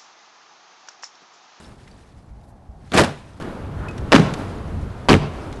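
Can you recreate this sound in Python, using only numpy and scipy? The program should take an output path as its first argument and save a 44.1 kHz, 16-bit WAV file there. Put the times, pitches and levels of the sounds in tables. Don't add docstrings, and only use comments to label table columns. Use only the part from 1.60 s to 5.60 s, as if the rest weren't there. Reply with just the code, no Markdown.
import sys
import numpy as np
from scipy import signal
from scipy.fft import rfft, irfft
from scipy.io import wavfile

SR = 44100
rng = np.random.default_rng(int(sys.argv[2]) if len(sys.argv) > 2 else 0)


def generate_wav(signal):
    frames = np.transpose(np.atleast_2d(signal))
    scaled = np.clip(frames, -1, 1) * 32767
    pcm = np.round(scaled).astype(np.int16)
    wavfile.write(sys.argv[1], SR, pcm)


N = 176400
TIME = np.arange(N) / SR
FRONT_FROM_S = 1.80
FRONT = TIME >= FRONT_FROM_S


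def from_db(db):
    return 10 ** (np.asarray(db) / 20)


def level(rows):
    return from_db(np.interp(TIME, *np.transpose(rows)))


def decay(start, t60):
    out, first = np.zeros(N), int(max(start, 0) * SR)
    t = TIME[:min(N - first, int(2 * t60 * SR))]
    out[first:first + len(t)] = from_db(-60 * t / t60)
    return out


def ring(start, hz, t60):
    return decay(start, t60) * np.sin(2 * np.pi * hz * (TIME - start))


def colour(x, points):
    size = 2 * N
    hz, db = np.transpose(points)
    bin_hz = np.arange(N + 1) * SR / size
    gain = from_db(np.interp(np.log(bin_hz + 1), np.log(hz), db))
    cepstrum = irfft(np.log(gain / np.sqrt(np.mean(gain ** 2))))
    cepstrum[1:N] *= 2
    cepstrum[N + 1:] = 0
    return irfft(rfft(x, size) * np.exp(rfft(cepstrum)))[:N]


def noise():
    return rng.standard_normal(N)


def drift(rate_hz):
    pole = np.exp(-2 * np.pi * rate_hz / SR)
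    slow = signal.lfilter([1], [1, -2 * pole, pole * pole], rng.standard_normal(N + SR))[SR:]
    return slow / slow.std()


# start in seconds, sole slap in dB, heel thud in dB.
BOOTS = [(1.319, -26, -26), (1.3368, -16, -38), (1.3408, -12.5, -18), (1.345, -15, -30), (1.351, -9.5, -14),
         (1.365, -12, -30), (1.3729, -4.5, -18), (1.376, -1.5, -26), (1.381, -2.5, -16), (1.387, -2, -23),
         (1.394, 0, -2.5), (1.405, -8, -29), (1.412, -8.5, -19), (1.418, -12, -17), (1.436, -11.5, -31),
         (1.4437, -11.5, -19), (2.520, -2, -23), (2.526, -2, -17), (2.5316, -1, -24), (2.543, -1, -5.5),
         (2.55, -0.5, -1), (2.554, -6, -21), (2.561, 1, -0.5), (2.583, -15, -6.5), (2.5967, -14, -6),
         (2.601, -26, -3), (2.624, -40, -12), (3.4862, -2.5, -18), (3.491, -1, -10.5), (3.498, -9, -9),
         (3.5022, -6.5, -4), (3.511, -9, -5.5), (3.518, -6, -12), (3.531, -17, -3), (3.5409, -13, -6.5),
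         (3.550, -14, -5.5), (3.565, -21, -9)]
# frequency in Hz, relative level in dB.
SLAP_SIDE_SPECTRUM = [(60, -16), (200, 2), (500, 7), (1300, -3.5), (2200, -6.5), (4000, -11.5),
                      (6000, -18.5), (10000, -21), (12000, -30)]
SLAP_FRONT_SPECTRUM = [(60, -42), (200, 7), (500, 4), (1200, 1), (2000, -6.5), (3000, -7), (5000, -15),
                       (8000, -25.5), (12000, -37.5)]

def sole_slaps(side_t60_s=0.034, front_t60_s=0.025, grit_db=2):
    power = sum((from_db(db) * decay(start, front_t60_s if start > FRONT_FROM_S else side_t60_s)) ** 2
                for start, db, _ in BOOTS)
    grit = noise() * from_db(grit_db * drift(rate_hz=430))
    burst = np.sqrt(power) * grit / grit.std()
    return colour(burst * ~FRONT, SLAP_SIDE_SPECTRUM) + colour(burst * FRONT, SLAP_FRONT_SPECTRUM)


# frequency in Hz, relative level in dB, T60 in seconds.
BOOT_MODES = [(97.8, -10.5, 0.16), (145, -5.5, 0.087), (206.5, -2.5, 0.037), (300, -2, 0.046),
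              (436, -6.5, 0.051)]

def heel_thuds(detune=0.071):
    out, t = np.zeros(N + SR), TIME[:SR // 4]
    for start, _, db in BOOTS:
        first = int(start * SR)
        for hz, mode_db, t60 in BOOT_MODES:
            offset, polarity = rng.standard_normal(2)
            wave = np.sign(polarity) * np.sin(2 * np.pi * hz * np.exp(detune * offset) * t)
            out[first:first + len(t)] += from_db(db + mode_db - 60 * t / t60) * wave
    return out[:N]


# start in seconds, frequency in Hz, level in dB.
CRACKS = [(1.32, 3570, -20), (1.346, 7500, -16), (2.521, 2630, -1), (2.526, 2960, -2.5), (2.532, 1760, 2),
          (3.491, 3200, -4), (3.498, 4700, -6), (3.5309, 2780, -0.5), (3.5406, 2200, -0.5)]

def air_cracks(t60_s=0.0057):
    return sum(from_db(db) * ring(start, hz, t60_s) for start, hz, db in CRACKS)


# peak time in seconds, level in dB, rise in seconds, fall T60 in seconds.
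RANKS = [(1.394, -16, 0.08, 0.3), (2.552, -19, 0.041, 0.4), (3.514, -13.5, 0.023, 0.17)]
# frequency in Hz, relative level in dB.
PATTER_SPECTRUM = [(40, -26), (90, -9), (170, 6.5), (400, 1.5), (900, -3), (1500, -4), (3000, -16.5),
                   (6000, -21.5), (12000, -38)]

def rear_ranks(impacts_per_s=1200, blur_gain=1.21):
    swell = np.zeros(N)
    for peak, db, rise, t60 in RANKS:
        ramp = np.maximum(1 + (TIME - peak) / rise, 0)
        swell += from_db(db) * np.where(TIME < peak, ramp, decay(peak, t60))
    impacts = (rng.random(N) < impacts_per_s / SR) * noise()
    patter = impacts / impacts.std() + blur_gain * noise()
    return colour(swell * patter, PATTER_SPECTRUM)


# band centre in Hz, relative level in dB, T60 in seconds.
REVERB_BANDS = [(107, -10, 0.38), (247, -43, 0.45), (610, -19.5, 0.57), (1320, -30.5, 1), (2900, -20, 0.65),
                (8500, -19.5, 0.44)]

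def square_reverb(stamps, build_s=0.017, side_db=-2, front_db=2):
    response = np.zeros(N)
    for hz, db, t60 in REVERB_BANDS:
        band_pass = signal.butter(2, [hz / 1.55, hz * 1.55], "band", fs=SR, output="sos")
        band = signal.sosfilt(band_pass, noise())
        envelope = decay(0, t60) * (1 - np.exp(-TIME / build_s))
        response += from_db(db) * band * envelope / np.sqrt(np.sum(envelope ** 2))
    send = stamps * from_db(np.where(FRONT, front_db, side_db))
    return signal.fftconvolve(send, response)[:N]


# delay in seconds, gain in dB.
ECHOES = [(0.128, -21.5), (0.263, -31.5)]
# frequency in Hz, relative level in dB.
ECHO_SPECTRUM = [(80, -5.5), (450, -4.5), (750, 0), (1400, -5.5), (6000, -8), (12000, -28)]

def wall_echoes(stamps, smear_s=0.023):
    response = np.zeros(N)
    for delay, db in ECHOES:
        smear = noise() * np.exp(-((TIME - delay) / smear_s) ** 2)
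        response += from_db(db) * smear / np.sqrt(np.sum(smear ** 2))
    echo = signal.fftconvolve(stamps * FRONT, response)[:N]
    dull = colour(echo, ECHO_SPECTRUM)
    return dull * echo.std() / dull.std()


# start in seconds, level in dB.
# Those near 1.8 s are an earlier stamp's tail, entering abruptly with the front position.
TICKS = [(0.2784, -47), (0.313, -50), (.8126, -58), (1.8, -43), (1.811, -42), (1.823, -37.5),
         (2.286, -36.5), (2.31, -43), (2.38, -35), (2.7381, -26), (3.736, -42), (3.9267, -36.5)]
# frequency in Hz, relative level in dB.
TICK_SPECTRUM = [(500, -14), (1500, 10.5), (2800, 7.5), (6500, 1), (12000, -12)]
# start in seconds, frequency in Hz, level in dB, T60 in seconds.
CLINKS = [(.054, 5400, -51, 0.09), (0.2745, 2060, -44, 0.038), (.313, 4600, -50, 0.05),
          (2.2842, 2546, -30.5, 0.11), (2.378, 5600, -41, 0.029), (2.7369, 3900, -37, 0.036)]

def ticks_and_clinks(tick_t60_s=0.033):
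    envelope = sum(from_db(db) * decay(start, tick_t60_s) for start, db in TICKS)
    clinks = sum(from_db(db) * ring(start, hz, t60) for start, hz, db, t60 in CLINKS)
    return colour(envelope * noise(), TICK_SPECTRUM) + clinks


# frequency in Hz, relative level in dB.
CLOTH_SPECTRUM = [(500, -1), (1500, 10.5), (2800, 5), (5000, 1.5), (7000, -3), (10000, -4), (12000, -16)]
# time in seconds, level in dB.
CLOTH_LEVEL = [(0, -50), (.16, -62), (.29, -59.5), (.55, -63), (.73, -71), (.85, -71), (1.02, -74.5),
               (1.2, -70.5), (1.28, -56.5), (1.82, -62), (2.1, -67), (2.8, -53.5), (3.3, -60.5), (4, -54.5)]
FLUTTER_HZ = 22

def coats(flutter_db=1.8):
    rub = noise() * level(CLOTH_LEVEL) * from_db(flutter_db * drift(FLUTTER_HZ))
    return colour(rub, CLOTH_SPECTRUM)


def jingles(clicks_per_s=700, low_hz=3343, high_hz=9450, t60_s=0.012, range_db=18, re_cloth_db=-7):
    clicks, t = np.zeros(N + SR), TIME[:SR // 50]
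    for when, pitch, softness in rng.random((int(clicks_per_s * N / SR), 3)):
        first = int(when * N)
        hz = low_hz * (high_hz / low_hz) ** pitch
        envelope = from_db(-range_db * softness - 60 * t / t60_s)
        clicks[first:first + len(t)] += envelope * np.sin(2 * np.pi * hz * t) / hz
    clumps = clicks[:N] * from_db(3 * drift(FLUTTER_HZ))
    return clumps / clumps.std() * from_db(re_cloth_db) * level(CLOTH_LEVEL)


# peak time in seconds, level in dB.
RUSTLES = [(0.845, -66), (0.895, -62), (2.79, -50)]

def strap_rustles(half_width_s=0.019, above_hz=4500):
    swell = sum(from_db(db) * np.exp(-((TIME - peak) / half_width_s) ** 2) for peak, db in RUSTLES)
    high_pass = signal.butter(2, above_hz, "high", fs=SR, output="sos")
    return signal.sosfilt(high_pass, swell * noise())


# peak time in seconds, level in dB, half-width in seconds.
SCUFFS = [(2.253, -39, 0.063)]
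# frequency in Hz, relative level in dB.
SCUFF_SPECTRUM = [(500, -20), (1050, 3), (1450, 4), (1750, -4), (2600, -20), (8000, -50)]

def sole_scuff():
    swell = sum(from_db(db) * np.exp(-((TIME - peak) / width) ** 2) for peak, db, width in SCUFFS)
    return colour(swell * noise(), SCUFF_SPECTRUM)


# start in seconds, level in dB.
THUMPS = [(0.07, -41), (0.567, -40), (0.706, -30), (1.089, -30), (1.161, -37), (2.412, -22.5), (3.192, -34),
          (3.758, -24)]
# frequency in Hz, relative level in dB, T60 in seconds.
THUMP_MODES = [(60.3, 1.5, 0.21), (83.5, -2, 0.058), (136, -13.5, 0.13), (203, -12.5, 0.14)]

def thumps(rise_s=0.0043, detune=0.071):
    out = np.zeros(N)
    for start, db in THUMPS:
        attack = 1 - np.exp(-np.maximum(TIME - start, 0) / rise_s)
        for hz, mode_db, t60 in THUMP_MODES:
            detuned_hz = hz * np.exp(detune * rng.standard_normal())
            out += from_db(db + mode_db) * ring(start, detuned_hz, t60) * attack
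    return out


# frequency in Hz, relative level in dB.
RUMBLE_SPECTRUM = [(20, -14), (45, -3), (75, 0.5), (130, -3.5), (220, -12), (1000, -62.5)]
WASH_SIDE_SPECTRUM = [(80, -1), (200, 2), (480, -5), (750, -5.5), (1100, -9.5), (1700, -18), (2600, -28.5),
                      (6000, -34), (12000, -41)]
WASH_FRONT_SPECTRUM = [(80, 0.5), (230, 3.5), (450, -0.5), (800, -5.5), (1400, -10), (2000, -18.5),
                       (3200, -24), (5500, -33.5), (9000, -38.5), (12000, -40)]
# time in seconds, level in dB.
RUMBLE_LEVEL = [(0, -45.5), (.2, -50), (1.25, -49.5), (1.79, -45), (2.08, -36.5), (2.2, -28.5),
                (2.34, -35.5), (2.44, -28), (2.9, -36.5), (3.2, -26.5), (3.33, -34), (3.8, -33.5), (4, -38)]
WASH_SIDE_LEVEL = [(0, -44.5), (.09, -45), (.16, -50), (.6, -53), (1.0, -53.5), (1.3, -53), (1.8, -46.5)]
WASH_FRONT_LEVEL = [(1.8, -29), (1.92, -32), (2.1, -37.5), (2.24, -35), (2.45, -34.5), (2.8, -29.5),
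                    (3.05, -36), (3.4, -38), (3.85, -33), (4, -37)]

def ambience(lumps_db=2.5, lumps_hz=3.8):
    rumble = colour(noise(), RUMBLE_SPECTRUM) * level(RUMBLE_LEVEL) * from_db(lumps_db * drift(lumps_hz))
    side = colour(noise(), WASH_SIDE_SPECTRUM) * level(WASH_SIDE_LEVEL)
    front = colour(noise(), WASH_FRONT_SPECTRUM) * level(WASH_FRONT_LEVEL)
    return rumble + np.where(FRONT, front, side)


# frequency in Hz, relative level in dB.
DRONE_SPECTRUM = [(300, -30), (660, -0.5), (850, -1.5), (1000, -16), (1800, -41.5)]
# time in seconds, level in dB.
DRONE_LEVEL = [(.5, -69), (.85, -57.5), (1.2, -58), (1.4, -70)]

def far_drone():
    return colour(noise(), DRONE_SPECTRUM) * level(DRONE_LEVEL)


def scene():
    stamps = sole_slaps() + air_cracks() + heel_thuds() + rear_ranks()
    small_sounds = ticks_and_clinks() + jingles() + strap_rustles() + coats()
    drone = far_drone()
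    reflections = square_reverb(stamps) + wall_echoes(stamps)
    return (stamps + reflections + small_sounds + sole_scuff() + thumps() + drone + ambience())[None]


def record(dry):
    cutoff_hz, full_scale = 12500, 0.96
    ceiling = np.where(FRONT, 1.15, 0.65)
    low_pass = signal.cheby2(14, 45, cutoff_hz, fs=SR, output="sos")
    saturated = signal.sosfiltfilt(low_pass, ceiling * np.tanh(dry / ceiling))
    return signal.sosfiltfilt(low_pass, np.clip(saturated, -full_scale, full_scale))


dry = scene()
out = record(dry)
generate_wav(out)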